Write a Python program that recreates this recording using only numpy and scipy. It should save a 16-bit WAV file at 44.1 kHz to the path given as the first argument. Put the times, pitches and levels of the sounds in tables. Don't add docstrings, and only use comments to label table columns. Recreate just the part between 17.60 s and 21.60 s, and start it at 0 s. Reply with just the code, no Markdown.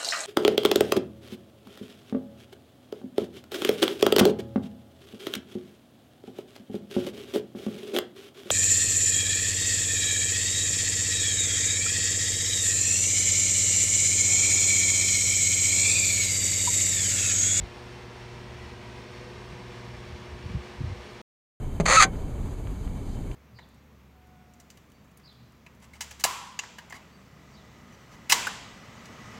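import sys
import numpy as np
from scipy import signal
from scipy.fft import rfft, irfft
from scipy.io import wavfile
from scipy.ndimage import uniform_filter1d, map_coordinates

SR = 44100
rng = np.random.default_rng(int(sys.argv[2]) if len(sys.argv) > 2 else 0)


def output_pcm(signal):
    pcm = np.clip(np.atleast_2d(signal).T, -1, 1) * 32767
    wavfile.write(sys.argv[1], SR, np.round(pcm).astype(np.int16))


N = 176400
T = np.arange(N) / SR

# frequency in Hz, relative level in dB.
RUMBLE_SPECTRUM = [(18, -39.5), (28, -24.5), (40, -1), (54, 1), (72, 3), (100, -3.5), (170, -8), (250, -16),
                   (500, -37.5), (1000, -77)]
# time in seconds, level in dB.
RUMBLE_RIDE = [(0, -36.5), (.12, -53), (.24, -51.5), (.33, -50), (.85, -49), (1.05, -44.5), (1.2, -50),
               (1.75, -50.5), (1.97, -49.5), (2.16, -52.5), (2.38, -46), (2.64, -47.5), (2.92, -42.5),
               (3.07, -58), (3.15, -54), (3.27, -42.5), (3.42, -50.5), (3.56, -56.5)]
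# centre in seconds, pitch in Hz, half length in seconds, envelope peak in dB.
FINGER_BUMPS = [(.010, 63.4, 0.0066, -26.5), (0.032, 61, 0.0072, -25.5), (1.051, 73, 0.065, -40),
                (1.935, 136, 0.0098, -36.5), (2.02, 189, .06, -46), (2.531, 77, 0.036, -38),
                (2.731, 68.5, 0.02, -34.5), (2.863, 100, 0.0057, -26.5), (2.901, 213, 0.0065, -36),
                (2.914, 75, .012, -31.5), (2.948, 175, 0.0084, -29), (2.956, 92, 0.0081, -21),
                (2.971, 132, 0.0072, -26.5), (2.987, 68, 0.024, -32.5), (3.192, 71, 0.0089, -33.5),
                (3.209, 109, 0.0039, -23), (3.217, 122.7, 0.0028, -21), (3.246, 102, 0.0084, -22.5),
                (3.272, 90, 0.021, -30), (3.303, 115, 0.009, -30.5), (3.326, 92.4, 0.0115, -26.5),
                (3.39, 65, 0.048, -42)]
# frequency in Hz, relative level in dB.
AIR_SPECTRUM = [(30, -29.5), (120, 5.5), (200, -3.5), (290, -0.5), (540, -4.5), (630, -2), (800, 0),
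                (1030, -0.5), (1240, -1.5), (1400, -4), (2000, -2), (2500, -4), (3000, -6.5), (3600, -9),
                (4450, -10), (4900, -14), (5450, -13), (6500, -17.5), (7600, -22.5), (9000, -23.5),
                (9800, -28), (10400, -33), (11400, -31), (15500, -38)]
# delay in milliseconds, level in dB against the direct air.
EARLY_ECHOES = [(1.8, -17), (3.2, -14.5), (8.3, -17.5)]
# centre in Hz, half width in Hz, level in dB.
HOUSING_MODES = [(422.3, 3.7, -64), (462.5, 3.6, -66), (497.3, 4.1, -60.5), (539.5, 3.5, -69),
                 (613.7, 5.3, -65), (693, 16, -66.5), (802, 7.8, -65.5), (858, 14, -69.5), (963, 17, -68),
                 (987, 8.3, -71), (1084, 10, -71), (2140, 25, -71), (2400, 28, -72), (2900, 30, -76),
                 (3420, 70, -74), (4580, 130, -72.5), (5410, 150, -70.5)]
# pitch in Hz, level in dB before the trim.
FAN_PARTIALS = [(158.5, -68), (192.5, -64), (201.5, -62.5), (220.7, -59.5), (266.3, -65), (278.5, -74.5),
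                (340.5, -68.5), (348, -66.5), (379, -60), (398.5, -65), (420.5, -67), (651.5, -74.5),
                (739, -74), (924, -68), (1044, -71), (1164, -75.5), (1232, -75), (1619, -74)]
# time in seconds, level in dB.
FUNDAMENTAL_RIDE = [(0, -55), (.3, -50.5), (.6, -48), (1.4, -48), (1.8, -47), (2.35, -47), (2.7, -52),
                    (3.1, -53.5), (3.6, -53.5)]
# multiple of the hum's pitch, level in dB.
HUM_OVERTONES = [(2, -61), (3, -53), (4, -59), (5, -63.5), (6, -66.5), (7, -69.5), (8, -66), (9, -69.5),
                 (10, -77), (11, -77), (13, -68.5), (14, -79.5), (16, -70), (21, -74), (26, -72)]


def undb(db):
    return 10 ** (np.asarray(db) / 20)


def wander(per_s):
    hold = max(int(SR / per_s), 2)
    steps = rng.standard_normal(512)[(np.arange(N) // hold) % 512]
    smooth = uniform_filter1d(uniform_filter1d(steps, hold), hold)
    return smooth / smooth.std()


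def shaped_noise(gain_at):
    hz = np.maximum(np.fft.rfftfreq(N, 1 / SR), 1)
    shaped = irfft(rfft(rng.standard_normal(N)) * gain_at(hz), N)
    return shaped / shaped.std()


def coloured_noise(spectrum):
    hz, db = np.transpose(spectrum)
    return shaped_noise(lambda f: undb(np.interp(np.log(f), np.log(hz), db)))


def tone(hz):
    cycles = np.cumsum(np.broadcast_to(hz, N)) / SR
    return np.sqrt(2) * np.sin(2 * np.pi * (cycles + rng.random()))


def grip_rumble():
    return coloured_noise(RUMBLE_SPECTRUM) * undb(np.interp(T, *np.transpose(RUMBLE_RIDE)))


def finger_bumps(contact_ratio=2.52, contact_db=-16.5, contact_half_s=0.0047):
    bumps = np.zeros(N)
    for centre_s, hz, half_s, db in FINGER_BUMPS:
        age = T - centre_s
        thud = np.exp(-(age / half_s) ** 2) * np.sin(2 * np.pi * hz * age)
        contact = np.exp(-(age / contact_half_s) ** 2) * np.cos(2 * np.pi * contact_ratio * hz * age)
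        bumps += undb(db) * (thud + undb(contact_db) * contact)
    return bumps


def vent_air(level_db=-48.5, flicker_db=0.48, sway_ms=0.2037):
    direct = coloured_noise(AIR_SPECTRUM) * undb(level_db + flicker_db * wander(per_s=20))
    rush = direct.copy()
    for delay_ms, db in EARLY_ECHOES:
        lag_s = (delay_ms + sway_ms * wander(per_s=0.8)) / 1000
        rush += undb(db) * map_coordinates(direct, [(T - lag_s) * SR], mode="mirror")
    return rush


def housing_ring(swell_db=1.3):
    ring = np.zeros(N)
    for hz, half_width_hz, db in HOUSING_MODES:
        gain = undb(db + swell_db * wander(per_s=5))
        ring += gain * shaped_noise(lambda f: 1 / (1 + ((f - hz) / half_width_hz) ** 2))
    return ring


def fan_tones(trim_db=0.5, waver_db=2, drift_hz=0.806):
    cluster = np.zeros(N)
    for hz, db in FAN_PARTIALS:
        gain = undb(db + trim_db + waver_db * wander(per_s=3))
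        cluster += gain * tone(hz + drift_hz * wander(per_s=3))
    return cluster


def transformer_hum(hum_hz=119.95, waver_db=1.05, waver_per_s=8.36):
    fundamental_db = np.interp(T, *np.transpose(FUNDAMENTAL_RIDE))
    hum = np.zeros(N)
    for multiple, db in [(1, fundamental_db), *HUM_OVERTONES]:
        hum += undb(db + waver_db * wander(waver_per_s)) * tone(multiple * hum_hz)
    return hum


def scene():
    charger = transformer_hum() + fan_tones() + vent_air() + housing_ring()
    return (charger + grip_rumble() + finger_bumps())[None]


def record(dry, low_cut_hz=28, stop_s=3.616, high_cut_hz=15700):
    low_cut = signal.butter(2, low_cut_hz, "high", fs=SR, output="sos")
    high_cut = signal.ellip(10, .1, 70, high_cut_hz, fs=SR, output="sos")
    stopped = signal.sosfilt(low_cut, dry) * (T < stop_s)
    return signal.sosfilt(high_cut, stopped)


dry = scene()
out = record(dry)
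output_pcm(out)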